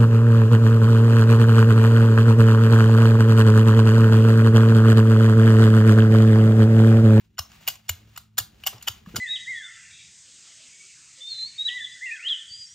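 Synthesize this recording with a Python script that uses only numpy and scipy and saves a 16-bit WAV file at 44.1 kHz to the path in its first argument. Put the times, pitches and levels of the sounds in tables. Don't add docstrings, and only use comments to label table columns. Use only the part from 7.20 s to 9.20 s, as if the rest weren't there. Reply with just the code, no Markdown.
import sys
import numpy as np
from scipy import signal
from scipy.fft import rfft, irfft
from scipy.io import wavfile
from scipy.ndimage import uniform_filter1d

SR = 44100
rng = np.random.default_rng(int(sys.argv[2]) if len(sys.argv) > 2 else 0)


def unload_audio(sound):
    columns = np.transpose(np.atleast_2d(sound))
    steps = np.round(np.clip(columns, -1, 1) * 32767)
    wavfile.write(sys.argv[1], SR, steps.astype(np.int16))


N = 88200


def gain_of(db):
    return 10 ** (np.asarray(db) / 20)


def evened(x):
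    return x / np.sqrt(np.mean(x ** 2) + 1e-20)


def read_at_pitch(points, hz):
    point_hz, value = np.transpose(points)
    return np.interp(np.log(hz + 1), np.log(point_hz + 1), value)


def curve(points):
    seconds, value = np.transpose(points)
    return np.interp(np.arange(N) / SR, seconds, value)


def add(mix, start_s, sound):
    part = mix[..., round(start_s * SR):][..., :sound.shape[-1]]
    part += sound[..., :part.shape[-1]]


def through(x, taps):
    return signal.oaconvolve(x, taps)[:N]


def colour(points, size=2048):
    hz = abs(np.fft.fftfreq(size, 1 / SR))
    log_gain = np.log(gain_of(read_at_pitch(points, hz)))
    phase = -signal.hilbert(log_gain).imag
    taps = np.fft.ifft(np.exp(log_gain + 1j * phase)).real
    return taps / np.linalg.norm(taps)


def equalized(x, points):
    hz = np.fft.rfftfreq(N, 1 / SR)
    return irfft(rfft(x) * gain_of(read_at_pitch(points, hz)), N)


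def ring(modes):
    t = np.arange(SR // 8) / SR
    taps = sum(gain_of(db - 60 * t / t60) * np.sin(2 * np.pi * hz * t) for hz, db, t60 in modes)
    return taps / np.linalg.norm(taps)


def ticks(shape, per_s, spread_db):
    size = gain_of(spread_db * np.minimum(rng.exponential(1, shape), 4))
    sign = rng.choice([-1., 1.], shape)
    happens = rng.random(shape) < per_s / SR
    return evened(size * sign * happens)


def turning_weight(k, turns_per_s):
    return np.sqrt(2 / 3) * np.cos(2 * np.pi * (turns_per_s * np.arange(N) / SR + k / 3))


# start in seconds, relative level in dB, chatter fade time in seconds,
# body pitch in Hz, then extra level in dB for body, frame, bracket and axle.
AXLE_KNOCKS = [(0.1721, -52, 0.0027, 1490, -1, 6, 8.5, -2), (0.1806, -31, 0.0097, 1506, 17.5, -3.5, 16, 0),
               (0.1809, -33, 0.0033, 1200, -13, -30, -15, 14),
               (0.1896, -8.5, 0.0012, 1166, 13.5, -19, 15, 11.5),
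               (0.1926, -6, 0.0019, 1270, -29, -18, -31, 2), (0.2024, -39, 0.0024, 1120, 18, -20, -22, -5),
               (0.317, -35.5, 0.0019, 1550, 10, -5, 11.5, -10),
               (0.4098, -45, 0.0043, 850, -7, -15, 10.5, 9), (0.4689, -26.5, 0.0031, 810, 1, -5, -1, -15),
               (0.4755, -9.5, 0.0036, 830, 5, -2, 8, 14), (0.4824, -17.5, 0.0027, 1105, 12, -10, 12.5, -20),
               (0.484, -2.5, 0.0023, 1520, -2.5, -13, -23, 10), (0.4896, -20, 0.0038, 1060, 4, -10, 1, -3),
               (0.4997, -27.5, 0.0033, 1640, -3, -4, 12, 13), (0.5133, -33, 0.0024, 1430, -2, -35, -7, 13),
               (0.555, -37, 0.0017, 1040, 16, 0, 19.5, -14), (0.6822, -43.5, 0.0038, 797, -14, -12, 24, -6),
               (0.687, -27, 0.0055, 950, 6.5, -11.5, -20, 0.5),
               (0.691, -10.5, 0.0048, 680, -3, -32, -27, -4),
               (0.6928, -11.5, 0.0025, 1600, -14.5, -4.5, 14.5, 3),
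               (0.6952, -10.5, 0.0012, 2210, 2.5, -3, -27, 23.5),
               (0.9573, -43.5, 0.003, 1190, 14, -0.5, -1, -5),
               (0.9618, -30.5, 0.0033, 1310, 5.5, -6, 15, -21.5),
               (0.975, -16, 0.0011, 1460, 9.5, -9, 6, 15),
               (0.9773, -18, 0.003, 1096, -1, -18.5, -25.5, -21.5),
               (1.1716, -37, 0.0047, 1450, -1, -21, 18.5, -2.5),
               (1.1754, -25, 0.0032, 1510, 0.5, -9, -15, -5.5),
               (1.18, -5.5, 0.0061, 1760, 3, -21, -15.5, 8.5),
               (1.1823, -13, 0.0029, 1390, 10.5, -30, 16, 20.5),
               (1.1872, -7, 0.0018, 665, 0.5, -30, -21.5, 20),
               (1.1915, -36, 0.0025, 1600, -10, -25, -19, 5.5),
               (1.1993, -19, 0.0023, 1220, 5, -11, 8.5, -13), (1.436, -26, 0.0031, 1030, -5, -1, 4, 6),
               (1.457, -39, 0.0023, 755, 15, 2, 19, -2), (1.4642, -17, 0.0025, 790, 13, -1, 17.5, 20),
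               (1.4702, -5, 0.004, 770, -5.5, -12.5, -38, 9.5),
               (1.4744, -17, 0.002, 1520, 12.5, -15, 15, 9), (1.4792, -17, 0.0031, 1155, 8, -46, -19, -2),
               (1.484, -45, 0.0015, 751, -7, -24, 20, -8), (1.5807, -41, 0.0025, 1150, 9.5, -7, 17.5, -23),
               (1.612, -47.5, 0.0075, 1700, -4, 5, 6, -20), (1.6247, -22.5, 0.0034, 1660, -27, -22, 2, 4),
               (1.6263, -33.5, 0.0034, 751, -13, -15, 13, -5),
               (1.6691, -37.5, 0.0053, 1320, 18, 6.5, 7, 12),
               (1.6734, -18.5, 0.0068, 1170, -4.5, -5.5, 0.5, 4),
               (1.6759, -21.5, 0.0042, 1610, 2.5, 4, 15.5, 9),
               (1.6816, -10, 0.0021, 1365, 4.5, -6.5, 12.5, 10),
               (1.6838, -0.5, 0.00092, 764, 1.5, -12, -34, 11), (1.6895, -21, 0.0029, 1140, 0, -29, -20, 2),
               (1.8603, -38.5, 0.0013, 1190, 24, 0, 7, -27), (1.888, -53.5, 0.0035, 910, 26, -9, -7, 24),
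               (1.946, -39.5, 0.0032, 1470, 21, -3, -16, -11),
               (1.9578, -16, 0.0056, 1493, 9.5, -39, -34, 8),
               (1.9628, -17, 0.0027, 1290, 5.5, -25, 17.5, -9),
               (1.9654, -12, 0.0047, 1510, 6, -16, -24, -9), (1.9768, -27, 0.0036, 1270, 6, -10, -26, -10)]
# pitch in Hz, relative level in dB, time to fall by 60 dB in seconds.
FRAME_TONES = [(2895, 3, 0.028), (3035, -2, 0.026)]
# pitch in Hz, relative level in dB, time to fall by 60 dB in seconds.
BRACKET_TONES = [(3500, -4, 0.018), (4690, -5, 0.022), (5460, 0, 0.015), (5850, -6, 0.014),
                 (6950, -5, 0.012), (7130, 1, 0.018)]
# pitch in Hz, relative level in dB, time to fall by 60 dB in seconds.
AXLE_TONES = [(12780, 0, .018), (13130, -1, .018), (13360, 0, .018), (13680, -2, .015), (14230, -3, .012),
              (14700, -5, .01)]
# pitch in Hz, relative level in dB.
CRACK_COLOUR = [(500, -27.5), (800, -6), (1200, -6), (2300, 1), (3500, 11), (6000, 9.5), (9000, 11.5),
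                (12000, 10), (15000, 2.5), (17000, -2)]
BODY_DB, FRAME_DB, BRACKET_DB, AXLE_DB, CRACK_DB = -15, 5.5, -10.5, -17.5, -5
TICKS_PER_S, TICK_SPREAD_DB = 16000, 2.5
KNOCK_RISE_S, KNOCK_LOW_HZ = 0.00071, 662
BODY_T60_S, BODY_UPPER_RATIO, BODY_UPPER_DB = 0.016, 1.427, -5.5
DETUNE = 0.005


def knocks():
    size = 2000
    t = np.arange(size) / SR
    crack, rings = np.zeros(N), np.zeros(N)
    shifts = 1 + DETUNE * rng.standard_normal((len(AXLE_KNOCKS), 3))
    flurries = ticks((len(AXLE_KNOCKS), size), TICKS_PER_S, TICK_SPREAD_DB)
    for (start_s, db, chatter_s, body_hz, *part_db), tick, shift in zip(AXLE_KNOCKS, flurries, shifts):
        shape = (1 - np.exp(-t / KNOCK_RISE_S)) * np.exp(-t / chatter_s)
        steady = np.linalg.norm(shape) / np.linalg.norm(tick * shape)
        flurry = gain_of(db) * tick * shape * steady / 2
        parts = [[(body_hz, 0, BODY_T60_S), (body_hz * BODY_UPPER_RATIO, BODY_UPPER_DB, BODY_T60_S)]]
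        for modes, pitch_factor in zip([FRAME_TONES, BRACKET_TONES, AXLE_TONES], shift):
            parts.append(np.multiply(modes, [pitch_factor, 1, 1]))
        gains = gain_of(np.add([BODY_DB, FRAME_DB, BRACKET_DB, AXLE_DB], part_db))
        response = sum(gain * ring(modes) for gain, modes in zip(gains, parts))
        add(crack, start_s, gain_of(CRACK_DB) * flurry)
        add(rings, start_s, through(flurry, response))
    low_cut = signal.butter(8, KNOCK_LOW_HZ, "high", fs=SR, output="sos")
    return signal.sosfilt(low_cut, [through(crack, colour(CRACK_COLOUR)), rings])


SPREAD_FADE_S, SPREAD_TURNS_PER_S = 0.0015, 9


def knock_spread(hits):
    t = np.arange(200) / SR
    out = np.zeros(N)
    for k in range(3):
        echo = rng.standard_normal(200) * np.exp(-t / SPREAD_FADE_S)
        out += through(hits * turning_weight(k, SPREAD_TURNS_PER_S), echo / np.linalg.norm(echo))
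    return out


# start in seconds, relative level in dB, pitch in Hz,
# time to fall by 60 dB in seconds.
TABLE_THUDS = [(0.197, -27.5, 85, 0.061), (0.488, -43.5, 119, 0.048), (0.6985, -30, 86.3, 0.14),
               (1.202, -35.5, 105.5, 0.11), (1.541, -43, 113, 0.15), (1.695, -36.5, 102, 0.092),
               (1.871, -27.5, 185, 0.047), (1.9, -42, 165, 0.079), (1.938, -33, 199, 0.054),
               (1.944, -33, 118, 0.11), (1.973, -33, 116, 0.14), (1.981, -27, 221, 0.04)]
THUD_RISE_S = 0.0042


def thuds():
    t, out = np.arange(SR // 3) / SR, np.zeros(N)
    for start_s, db, hz, t60 in TABLE_THUDS:
        fade = gain_of(db - 60 * t / t60)
        rise = (1 - np.exp(-t / THUD_RISE_S)) ** 2
        add(out, start_s, fade * rise * np.sin(-2 * np.pi * hz * t) * 2)
    return out


# time in seconds, level in dB.
ROLLING_LEVEL = [(0, -64.5), (.1, -76), (.17, -79), (.25, -60.5), (.32, -56.5), (.45, -55.5), (.55, -55.5),
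                 (.62, -68.5), (.67, -65.5), (.78, -60.5), (.9, -64.5), (1., -61), (1.08, -75.5),
                 (1.16, -76), (1.3, -66.5), (1.4, -61), (1.52, -53), (1.6, -57.5), (1.66, -58), (1.78, -57),
                 (1.85, -64.5), (1.865, -57.5), (1.93, -55), (2, -50)]
# pitch in Hz, relative level in dB.
HISS_COLOUR = [(300, -15), (700, -1), (1500, 1), (3000, 2.5), (5500, -3.5), (8000, -2), (11000, -6.5),
               (15000, -8)]
TACK_PER_S, TACK_SPREAD_DB, TACK_DB = 600, 3.5, -7
CLUMP_DB, CLUMP_S = 1.8, 0.012
ROLL_RING_DB = -18


def rolling():
    drive = rng.standard_normal(N) + gain_of(TACK_DB) * ticks(N, TACK_PER_S, TACK_SPREAD_DB)
    clumps = rng.standard_normal(N)
    for _ in range(2):
        clumps = uniform_filter1d(clumps, round(CLUMP_S * SR))
    drive = drive * gain_of(CLUMP_DB * evened(clumps))
    hiss = through(drive, colour(HISS_COLOUR))
    ringing = through(drive, ring(FRAME_TONES) + ring(BRACKET_TONES))
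    return gain_of(curve(ROLLING_LEVEL)) * evened(hiss + gain_of(ROLL_RING_DB) * ringing)


# start in seconds, relative level in dB,
# middle pitch in Hz, length scale in seconds (loudest after a third of it).
ROLLER_SCUFFS = [(0.407, -62.5, 760, 0.012), (0.698, -50, 434, 0.0042), (0.715, -71.5, 270, 0.29),
                 (1.174, -52.5, 357, 0.03), (1.3, -75, 394, 0.13), (1.526, -53, 710, 0.017),
                 (1.53, -61, 407, 0.031), (1.543, -60.5, 700, 0.045), (1.673, -50.5, 454, 0.02),
                 (1.872, -64.5, 293, 0.05), (1.938, -47, 270, 0.03), (1.963, -51, 372, 0.04)]
SCUFF_WIDTH = 0.69


def scuffs():
    size = 8000
    out = np.zeros(N)
    for start_s, db, hz, length_s in ROLLER_SCUFFS:
        edges = [hz / (1 + SCUFF_WIDTH), hz * (1 + SCUFF_WIDTH)]
        band = signal.butter(2, edges, "band", fs=SR, output="sos")
        noise = evened(signal.sosfilt(band, rng.standard_normal(size)))
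        u = np.arange(size) / SR / length_s
        add(out, start_s, gain_of(db) * noise * 5 * u * np.exp(-3 * u) * np.e)
    return out


# pitch in Hz, time to fall by 60 dB in seconds.
ROOM_FADE = [(250, 0.36), (660, 0.38), (1740, 0.27), (4590, 0.24), (12100, 0.19)]
ROOM_START_S, ROOM_TURNS_PER_S = 0.0012, 1.3


def room(x):
    out = np.zeros(N)
    for k in range(3):
        hz, t, bands = signal.stft(rng.standard_normal(SR // 2), SR, nperseg=128)
        fade = gain_of(-60 * t / read_at_pitch(ROOM_FADE, hz)[:, None])
        tail = signal.istft(bands * fade, SR, nperseg=128)[1]
        tail = tail * np.clip(np.arange(len(tail)) / SR / ROOM_START_S, 0, 1)
        out += through(x * turning_weight(k, ROOM_TURNS_PER_S), tail / np.linalg.norm(tail))
    return out


# pitch in Hz, relative level in dB.
RUMBLE_COLOUR = [(20, -21), (40, -5), (60, 7.5), (100, -4), (160, -1.5), (225, -7.5), (260, -10),
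                 (400, -16), (600, -31.5), (1200, -55)]
# time in seconds, level in dB.
RUMBLE_LOUDNESS = [(0, -64.5), (.35, -60.5), (.55, -61), (.66, -70.5), (.8, -61.5), (.95, -61.5),
                   (1.1, -70), (1.3, -57.5), (1.55, -60), (1.8, -57), (2, -50)]
# pitch in Hz, level in dB.
HUM_TONES = [(107.7, -59.5), (161.5, -71.5), (215.3, -69)]
# time in seconds, change in dB.
LOWEST_HUM_SWELL = [(0, -9), (.45, -8), (.6, -4.5), (.78, 1), (1., -1), (1.19, 3), (1.3, -7), (2, -14)]
HUM_WAVER_DB, HUM_WAVER_S = 1.5, 0.036


def background():
    t = np.arange(N) / SR
    rumble = evened(equalized(rng.standard_normal(N), RUMBLE_COLOUR))
    waver = rng.standard_normal((len(HUM_TONES), N))
    for _ in range(2):
        waver = uniform_filter1d(waver, round(HUM_WAVER_S * SR), axis=1)
    tones = [gain_of(db) * np.sqrt(2) * np.sin(2 * np.pi * (hz * t + rng.random())) for hz, db in HUM_TONES]
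    hum = gain_of(HUM_WAVER_DB * evened(waver)) * tones
    hum[0] *= gain_of(curve(LOWEST_HUM_SWELL))
    return gain_of(curve(RUMBLE_LOUDNESS)) * rumble + hum.sum(axis=0)


# pitch in Hz, change in dB.
SIDE_SCATTER = [(150, -22.5), (300, -2.5), (700, 3), (1500, -10), (4000, -6), (7000, -18.5), (8300, -59.5)]
ROOM_DB, KNOCK_APART_DB = -6.5, -14.5
RING_IN_ROOM_DB = -9


def scene():
    crack, rings = knocks()
    hits = crack + rings
    into_room = gain_of(ROOM_DB) * (crack + gain_of(RING_IN_ROOM_DB) * rings)
    shared = hits + room(into_room) + thuds() + scuffs() + rolling() + background()
    apart = equalized(room(into_room) + rolling() + background(), SIDE_SCATTER)
    apart = apart + gain_of(KNOCK_APART_DB) * knock_spread(hits)
    return np.array([shared + apart, shared - apart])


# pitch in Hz, phase lead in radians.
SIDE_PHASE = [(300, 0), (1700, .1), (3100, .65), (3800, .5), (4500, 1.2), (5200, 0.), (5900, .2),
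              (7200, 1.4), (8000, 2.2), (8500, 2.9), (8800, np.pi), (11300, np.pi), (12000, 3.8),
              (12800, 4.6), (13500, 5.2), (14200, 5.9), (14800, 2 * np.pi)]
# pitch in Hz, left minus right in dB.
SIDE_BALANCE = [(200, 0), (400, 0), (700, 2.5), (1300, 1), (2400, 1.4), (4400, .4), (8000, 0)]
EDGE_HZ, TOP_HZ, TOP_DB = 16750, 15850, -24


def record(dry):
    size = N + 4096
    hz, side = np.fft.rfftfreq(size, 1 / SR), np.array([[1], [-1]])
    lead = np.exp(.5j * side * read_at_pitch(SIDE_PHASE, hz))
    balance = gain_of(side * read_at_pitch(SIDE_BALANCE, hz) / 2)
    shelf = gain_of(TOP_DB * np.clip((hz - TOP_HZ) / 500 + .5, 0, 1))
    out = irfft(rfft(dry, size) * lead * balance * shelf, size)[:, :N]
    band_limit = signal.firwin(511, EDGE_HZ, window=("kaiser", 9), fs=SR)
    return signal.oaconvolve(out, band_limit[None], "same")


dry = scene()
out = record(dry)
unload_audio(out)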